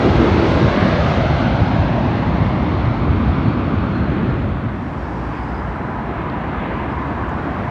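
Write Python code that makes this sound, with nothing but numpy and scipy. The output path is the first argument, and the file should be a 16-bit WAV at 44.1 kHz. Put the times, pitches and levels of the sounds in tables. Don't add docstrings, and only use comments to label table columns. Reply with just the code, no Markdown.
import sys
import numpy as np
from scipy import signal
from scipy.fft import rfft, irfft, next_fast_len
from scipy.io import wavfile
from scipy.ndimage import uniform_filter1d, map_coordinates

SR = 44100
rng = np.random.default_rng(int(sys.argv[2]) if len(sys.argv) > 2 else 0)


def master(y):
    cut = np.clip(np.atleast_2d(y).T, -1, 1)
    pcm = np.round(cut * 32767)
    wavfile.write(sys.argv[1], SR, pcm.astype(np.int16))


N = 339570

# pitch_hz [Hz], density_db [dB per Hz]
FIELD_SPECTRUM = [(20, -20.5), (3000, 0.5), (8800, 0), (10000, -5.5), (12000, -8), (13300, -14)]
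FIELD_DB = -70.5

# peak_s [s], level_db [dB], half_s [s], pitch_hz [Hz]
FAR_WHISTLES = [(4.82, -70.5, .1, 5600), (5.04, -65, .05, 5500), (5.22, -71, .13, 5650),
                (5.36, -65, .08, 4580), (5.4, -66, .07, 4980), (5.56, -60, .07, 4950),
                (6.75, -69, .5, 4700), (6.92, -65, .025, 4980)]
# peak_s [s], level_db [dB], half_s [s], pitch_hz [Hz]
FAR_FAN_NOTES = [(6.004, -44.5, 0.39, 1274), (6.15, -36.5, .45, 999)]

# pitch_hz [Hz], density_db [dB per Hz]
TRAFFIC_SPECTRUM = [(16, -48.5), (28, -21.5), (43, -7), (64, 3.5), (123, -2.5), (151, -0.5), (182, -2.5),
                    (221, -2.5), (296, -3.5), (370, -7.5), (430, -11), (520, -15), (680, -31.5),
                    (1140, -120)]
# pitch_hz [Hz], density_db [dB per Hz]
TYRE_SPECTRUM = [(240, -40), (440, -10.5), (620, -2.5), (740, -1), (822, -2), (998, -0.5), (1340, -7.5),
                 (1700, -18), (2210, -49.5), (3740, -120)]
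# pitch_hz [Hz], density_db [dB per Hz]
TREAD_SPECTRUM = [(790, -29), (1350, -4.5), (1550, 0.5), (1750, 0), (2950, -15), (4250, -25.5), (5040, -47),
                  (5500, -39.5), (7150, -56.5), (12100, -120)]
# pitch_hz [Hz], density_db [dB per Hz]
FIZZ_SPECTRUM = [(2710, -22), (4600, -8.5), (5050, -10), (5230, -11.5), (7180, -20.5), (9330, -31),
                 (15800, -120)]
# peak_s [s], level_db [dB], half_s [s]
FIZZ_RISES = [(5.22, -63.5, 0.57), (7.7, -67.5, .7)]
FIZZ_DB = -65
TRAFFIC_NEAREST_S, TRAFFIC_PASS_S = 7.29, 1.54
# closest_db [dB], fall_db [dB per tenfold distance]
LOW_LAW, TYRE_LAW, TREAD_LAW = (-23, 11.784), (-27, 14), (-35.5, 14.6)

# peak_s [s], tick_db [dB, peak], pitch_hz [Hz], crack_db [dB]
GRIT_SNAPS = [(5.762, -52, 8000, -72), (6.300, -30, 3700, -68), (7.294, -44, 6900, -60),
              (7.2953, -51, 7000, -68), (7.429, -55, 8500, -61)]
GRIT_HALF_S, CRACK_HZ, CRACK_OCTAVES = .0003, 11300, .2

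# time_s [s], level_db [dB]
SWISH_LEVEL = [(5.1, -66), (5.35, -42.5), (5.55, -54), (5.8, -71), (6.0, -59), (6.15, -43.5), (6.45, -44.5),
               (6.62, -38.5), (6.83, -40.5), (6.92, -45), (7.3, -53), (7.62, -48)]
# pitch_hz [Hz], density_db [dB per Hz]
SWISH_SHAPE = [(300, -78), (1200, -14.5), (2100, 6), (3000, -5.5), (3800, -14), (4600, -29), (10000, -120)]

BOOM_HZ, BOOM_DB = 58.5, -28
BOOM_START_S, BOOM_ATTACK_S, BOOM_HOLD_S, BOOM_RELEASE_S = 4.94, 0.09, 0.52, .27

OVERHEAD_S, HEIGHT_S = -1.0, 0.95
ECHO_MS = 3.806
AIR_DB_PER_KHZ, AIR_NEUTRAL = 1, 2.126
DRONE_HZ, MACH = 372, .135

# time_s [s], pitch_hz [Hz]
WHINE_COURSE = [(.6, 4100), (1.3, 4200), (2.8, 4220), (3.1, 4450), (3.7, 4420), (4.1, 4140), (4.6, 4250)]
# peak_s [s], level_db [dB], half_s [s]
WHINE_RISES = [(2.78, -61, 0.1), (3.5, -64, .35), (4.02, -59, 0.13)]
# peak_s [s], level_db [dB], half_s [s], centre_hz [Hz]
EXHAUST_PUFFS = [(.07, -13.5, 0.031, 297), (.1, -12.5, 0.0575, 90), (.215, -14, 0.056, 310),
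                 (.35, -14.5, 0.0635, 85.2), (.558, -10.5, 0.0226, 73), (.64, -17.5, 0.043, 110),
                 (.865, -16.5, 0.028, 151.3), (1.33, -17, 0.042, 141.5), (1.62, -15, 0.02, 90),
                 (1.744, -9, 0.01081, 130.7), (1.79, -12, .016, 80), (2.414, -16.5, 0.029, 109.7),
                 (2.888, -14, .014, 139), (3.11, -15, 0.063, 82), (3.296, -18, .05, 72),
                 (3.48, -9, 0.0072, 130.9), (4.67, -20, 0.0475, 80)]
# peak_s [s], level_db [dB], half_s [s], centre_hz [Hz]
ROAR_HISS_SWELLS = [(.49, -48, 0.056, 4810), (.52, -61.5, .08, 6980), (.89, -62, .05, 6500),
                    (.84, -29, 0.15, 1620), (.92, -42, 0.12, 3800), (1.07, -27.5, 0.034, 1195),
                    (1.1, -47.5, 0.11, 4785), (1.4, -57, 0.045, 5300), (1.66, -48.5, 0.055, 3770),
                    (1.95, -29, 0.19, 720), (2.5, -31.5, 0.27, 723), (4.15, -40, 0.18, 1684),
                    (4.2, -28.5, .25, 320)]
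PUFF_OCTAVES, SWELL_OCTAVES = 0.43, 0.328

# pitch_hz [Hz], density_db [dB per Hz]
RUMBLE_FIRST = [(18, -45), (30, -22.5), (49, -3.5), (108, 1.5), (167, -2), (199, -1), (240, -4.5),
                (331, -6), (403, -6), (443, -14.5), (480, -18), (620, -42), (1060, -120)]
# pitch_hz [Hz], density_db [dB per Hz]
RUMBLE_LATER = [(18, -49), (30, -25), (57, -1.5), (98, 0.5), (260, -3.5), (298, -7), (335, -11),
                (399, -17.5), (480, -21), (620, -47), (1060, -120)]
# pitch_hz [Hz], density_db [dB per Hz]
ROAR_FIRST = [(210, -26.5), (360, 0), (420, -5.5), (602, 0.5), (902, -6), (1010, -6), (1630, -11),
              (1790, -16), (2110, -13), (2460, -23), (2800, -19), (3640, -49), (6160, -120)]
# pitch_hz [Hz], density_db [dB per Hz]
ROAR_LATER = [(210, -29.5), (360, -2.5), (474, -6.5), (563, -1.5), (680, -3.5), (941, -7.5), (1110, -8),
              (1480, -12), (1760, -16), (2110, -18), (2800, -28), (3640, -51.5), (6160, -120)]
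# pitch_hz [Hz], density_db [dB per Hz]
HISS_SPECTRUM = [(1290, -22.5), (2200, -5), (2500, -4.5), (2710, -6.5), (3350, -5.5), (4170, -9),
                 (4760, -14.5), (5950, -22), (7180, -35), (8600, -41.5), (9800, -53), (15800, -120)]
# pitch_hz [Hz], density_db [dB per Hz]
HIGH_HISS_SPECTRUM = [(4200, -29.5), (5400, -1.5), (6300, 0), (6900, -3), (7600, -15), (11000, -50)]

# overhead_db [dB, without lobe], fall_db [dB per tenfold distance],
# lobe_db [dB], lobe_s [s], lobe_half_s [s]
RUMBLE_RADIATION = (-14.5, 4.5, 0, -0.3, -2.5)
# overhead_db [dB], fall_db [dB per tenfold], lobe_db [dB], lobe_s [s], lobe_half_s [s]
ROAR_RADIATION = (-17.5, 13, 2.5, 1, 0.6)
# overhead_db [dB], fall_db [dB per tenfold], lobe_db [dB], lobe_s [s], lobe_half_s [s]
HISS_RADIATION = (-33.5, 12, 4, 1.0, 0.9)
# overhead_db [dB], fall_db [dB per tenfold], lobe_db [dB], lobe_s [s], lobe_half_s [s]
HIGH_HISS_RADIATION = (-54, 22, 4, -0.4, 0)
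# overhead_db [dB], fall_db [dB per tenfold], lobe_db [dB], lobe_s [s], lobe_half_s [s]
WHINE_RADIATION = (-56.5, 12.5, 6.5, 1.5, 1.3)
# overhead_db [dB], fall_db [dB per tenfold], lobe_db [dB], lobe_s [s], lobe_half_s [s]
DRONE_RADIATION = (-29, 12, 7.5, .33, .45)

JET_FADE_S, ROAD_FADE_S = (4.343, 5.17), (4.2, 5.06)
LOW_CUT_HZ, TOP_HZ = 36, 13300


def amp(db):
    return 10 ** (np.asarray(db) / 20)


def unit(x):
    return x / np.sqrt(np.mean(x ** 2) + 1e-20)


def clock():
    return np.arange(N) / SR


def wobble(rate):
    coarse = clock()[::16]
    knots = rng.standard_normal(int(N * rate / SR) + 4)
    curve = map_coordinates(knots, [coarse * rate])
    return np.interp(clock(), coarse, curve)


def swell(s, half_s):
    return np.exp(-((clock() - s) / half_s) ** 2)


def swells(rows):
    return sum(amp(db) * swell(s, half_s) for s, db, half_s in rows)


def filtered(x, response):
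    size = next_fast_len(N + SR // 2)
    hz = np.fft.rfftfreq(size, 1 / SR)
    return irfft(rfft(x, size) * response(hz), size)[:N]


def moving_filter(x, gain, size=1024):
    hz, t, z = signal.stft(x, SR, nperseg=size)
    return signal.istft(z * gain(hz[:, None], t), SR, nperseg=size)[1][:N]


def steady(x, seconds=0.28):
    power = np.abs(uniform_filter1d(x ** 2, int(seconds * SR)))
    return x / np.sqrt(power + 1e-20)


def rush(spectrum, patchy_db):
    def patches(hz, t):
        field = rng.standard_normal((len(hz), len(t)))
        across_pitch = uniform_filter1d(field, size=7, axis=0)
        return amp(patchy_db * unit(uniform_filter1d(across_pitch, size=12, axis=1)))

    pitch_hz, density_db = np.transpose(spectrum)
    noise = moving_filter(rng.standard_normal(N), patches)
    return unit(filtered(noise, lambda hz: amp(np.interp(np.log(hz + 1), np.log(pitch_hz), density_db))))


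def band(centre_hz, octaves):
    def bell(hz):
        return np.exp(-(np.log2((hz + 1) / centre_hz) / octaves) ** 2 / 2)

    return steady(filtered(rng.standard_normal(N), bell), seconds=0.12)


def gusts(rows, octaves):
    return sum(amp(db) * swell(s, half_s) * band(centre_hz, octaves) for s, db, half_s, centre_hz in rows)


def cycles(hz):
    return 2 * np.pi * np.cumsum(hz) / SR


def tone(hz, width_hz):
    turn = cycles(hz)
    return unit(wobble(width_hz) * np.cos(turn) + wobble(width_hz) * np.sin(turn))


def blend(near, far, share):
    return np.sqrt(1 - share) * near + np.sqrt(share) * far


def distance(t, closest_s, pass_s):
    return np.hypot(1, (t - closest_s) / pass_s)


def open_air():
    return amp(FIELD_DB) * rush(FIELD_SPECTRUM, patchy_db=.5)


def far_whistle():
    whistles = 0
    for s, db, half_s, hz in FAR_WHISTLES:
        pitch = hz * (1 + .009 * wobble(30))
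        whistles = whistles + amp(db + 2.5 * wobble(22)) * swell(s, half_s) * tone(pitch, width_hz=150)
    return whistles


def next_jet():
    notes = 0
    for s, db, half_s, hz in FAR_FAN_NOTES:
        pitch = hz * (1 + 0.00492 * wobble(4))
        notes = notes + amp(db + 1.5 * wobble(6.7)) * swell(s, half_s) * tone(pitch, width_hz=45)
    return notes


def traffic_gain(law):
    closest_db, fall_db = law
    away = distance(clock(), TRAFFIC_NEAREST_S, TRAFFIC_PASS_S)
    return amp(closest_db - fall_db * np.log10(away))


def roadside():
    low = traffic_gain(LOW_LAW) * steady(rush(TRAFFIC_SPECTRUM, patchy_db=0.5), seconds=0.16)
    tyres = traffic_gain(TYRE_LAW) * steady(rush(TYRE_SPECTRUM, patchy_db=2.0), seconds=0.13)
    tread = traffic_gain(TREAD_LAW) * steady(rush(TREAD_SPECTRUM, patchy_db=0.95))
    fizz = (amp(FIZZ_DB) + swells(FIZZ_RISES)) * steady(rush(FIZZ_SPECTRUM, patchy_db=0.9))
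    return low + tyres + tread + fizz


def grit():
    crack = band(CRACK_HZ, CRACK_OCTAVES)
    snaps = 0
    for s, tick_db, hz, crack_db in GRIT_SNAPS:
        tick = amp(tick_db) * np.cos(2 * np.pi * hz * (clock() - s))
        snaps = snaps + swell(s, GRIT_HALF_S) * (tick + amp(crack_db) * crack)
    return snaps


def car_swish():
    time_s, level_db = np.transpose(SWISH_LEVEL)
    level = amp(np.interp(clock(), time_s, level_db) + 0.64 * wobble(14))
    return level * steady(rush(SWISH_SHAPE, patchy_db=1.5), seconds=0.1)


def car_boom():
    corners_s = np.cumsum([BOOM_START_S, BOOM_ATTACK_S, BOOM_HOLD_S, BOOM_RELEASE_S])
    load = np.interp(clock(), corners_s, [0, 1, 1, 0])
    turn = cycles(BOOM_HZ * (1 + 0.02208 * wobble(14)))
    note = unit(np.sin(turn) + 0.4 * np.sin(2 * turn))
    return load * amp(BOOM_DB + .8 * wobble(12)) * note


def jet_distance(t):
    return distance(t, OVERHEAD_S, HEIGHT_S)


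def jet_gain(law):
    overhead_db, fall_db, lobe_db, lobe_s, half_s = law
    fall = fall_db * np.log10(jet_distance(clock()))
    return amp(overhead_db - fall + lobe_db * swell(lobe_s, half_s))


def ground_echo(x):
    delay_ms = ECHO_MS / jet_distance(clock())
    late = np.arange(N) - delay_ms * SR / 1000
    return x + .25 * map_coordinates(x, [late])


def through_air(x):
    def absorption(hz, t):
        return amp(-AIR_DB_PER_KHZ * (jet_distance(t) - AIR_NEUTRAL) * hz / 1000)

    return moving_filter(x, absorption)


def jet_fans():
    t = clock()
    pitch = np.interp(t, *np.transpose(WHINE_COURSE)) * (1 + .012 * wobble(20))
    whine_level = (jet_gain(WHINE_RADIATION) + swells(WHINE_RISES)) * amp(1.7 * wobble(15))
    whine = whine_level * tone(pitch, width_hz=240)
    receding = (t - OVERHEAD_S) / HEIGHT_S / jet_distance(t)
    turn = cycles(DRONE_HZ / (1 + MACH * receding))
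    drone_level = jet_gain(DRONE_RADIATION) * amp(2.2 * wobble(7))
    drone = drone_level * unit(np.sin(turn + .5 * wobble(9)))
    return whine + drone


def jet_puffs():
    return gusts(EXHAUST_PUFFS, PUFF_OCTAVES) + gusts(ROAR_HISS_SWELLS, SWELL_OCTAVES)


def jet_high_hiss():
    return jet_gain(HIGH_HISS_RADIATION) * steady(rush(HIGH_HISS_SPECTRUM, patchy_db=2.2))


def jet_exhaust():
    t = clock()
    rumble_share = np.interp(t, [.2, 1.3], [0, 1])
    eddies = blend(rush(RUMBLE_FIRST, patchy_db=3.0), rush(RUMBLE_LATER, patchy_db=1.5), rumble_share)
    rumble = jet_gain(RUMBLE_RADIATION) * steady(eddies * amp(0.2 * wobble(22)), seconds=0.21)
    roar_share = np.interp(t, [1.1, 3], [0, 1])
    mixing = blend(rush(ROAR_FIRST, patchy_db=0.37), rush(ROAR_LATER, patchy_db=0.61), roar_share)
    roar = jet_gain(ROAR_RADIATION) * steady(ground_echo(mixing), seconds=0.18)
    dulled = steady(through_air(rush(HISS_SPECTRUM, patchy_db=0.9)), seconds=0.17)
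    hiss = jet_gain(HISS_RADIATION) * amp(0.37 * wobble(6.6)) * dulled
    return rumble + roar + hiss


def scene():
    road = far_whistle() + next_jet() + roadside() + grit() + car_swish() + car_boom()
    landing = jet_fans() + jet_puffs() + jet_high_hiss() + jet_exhaust()
    fade_out = np.interp(clock(), JET_FADE_S, [1, 0])
    fade_in = np.interp(clock(), ROAD_FADE_S, [0, 1])
    return (fade_out * landing + fade_in * road + open_air())[None]


def record(dry):
    def chain(hz):
        low_cut = hz ** 3 / np.hypot(hz ** 3, LOW_CUT_HZ ** 3)
        return (hz < TOP_HZ) * low_cut

    return filtered(dry[0], chain)[None]


dry = scene()
out = record(dry)
master(out)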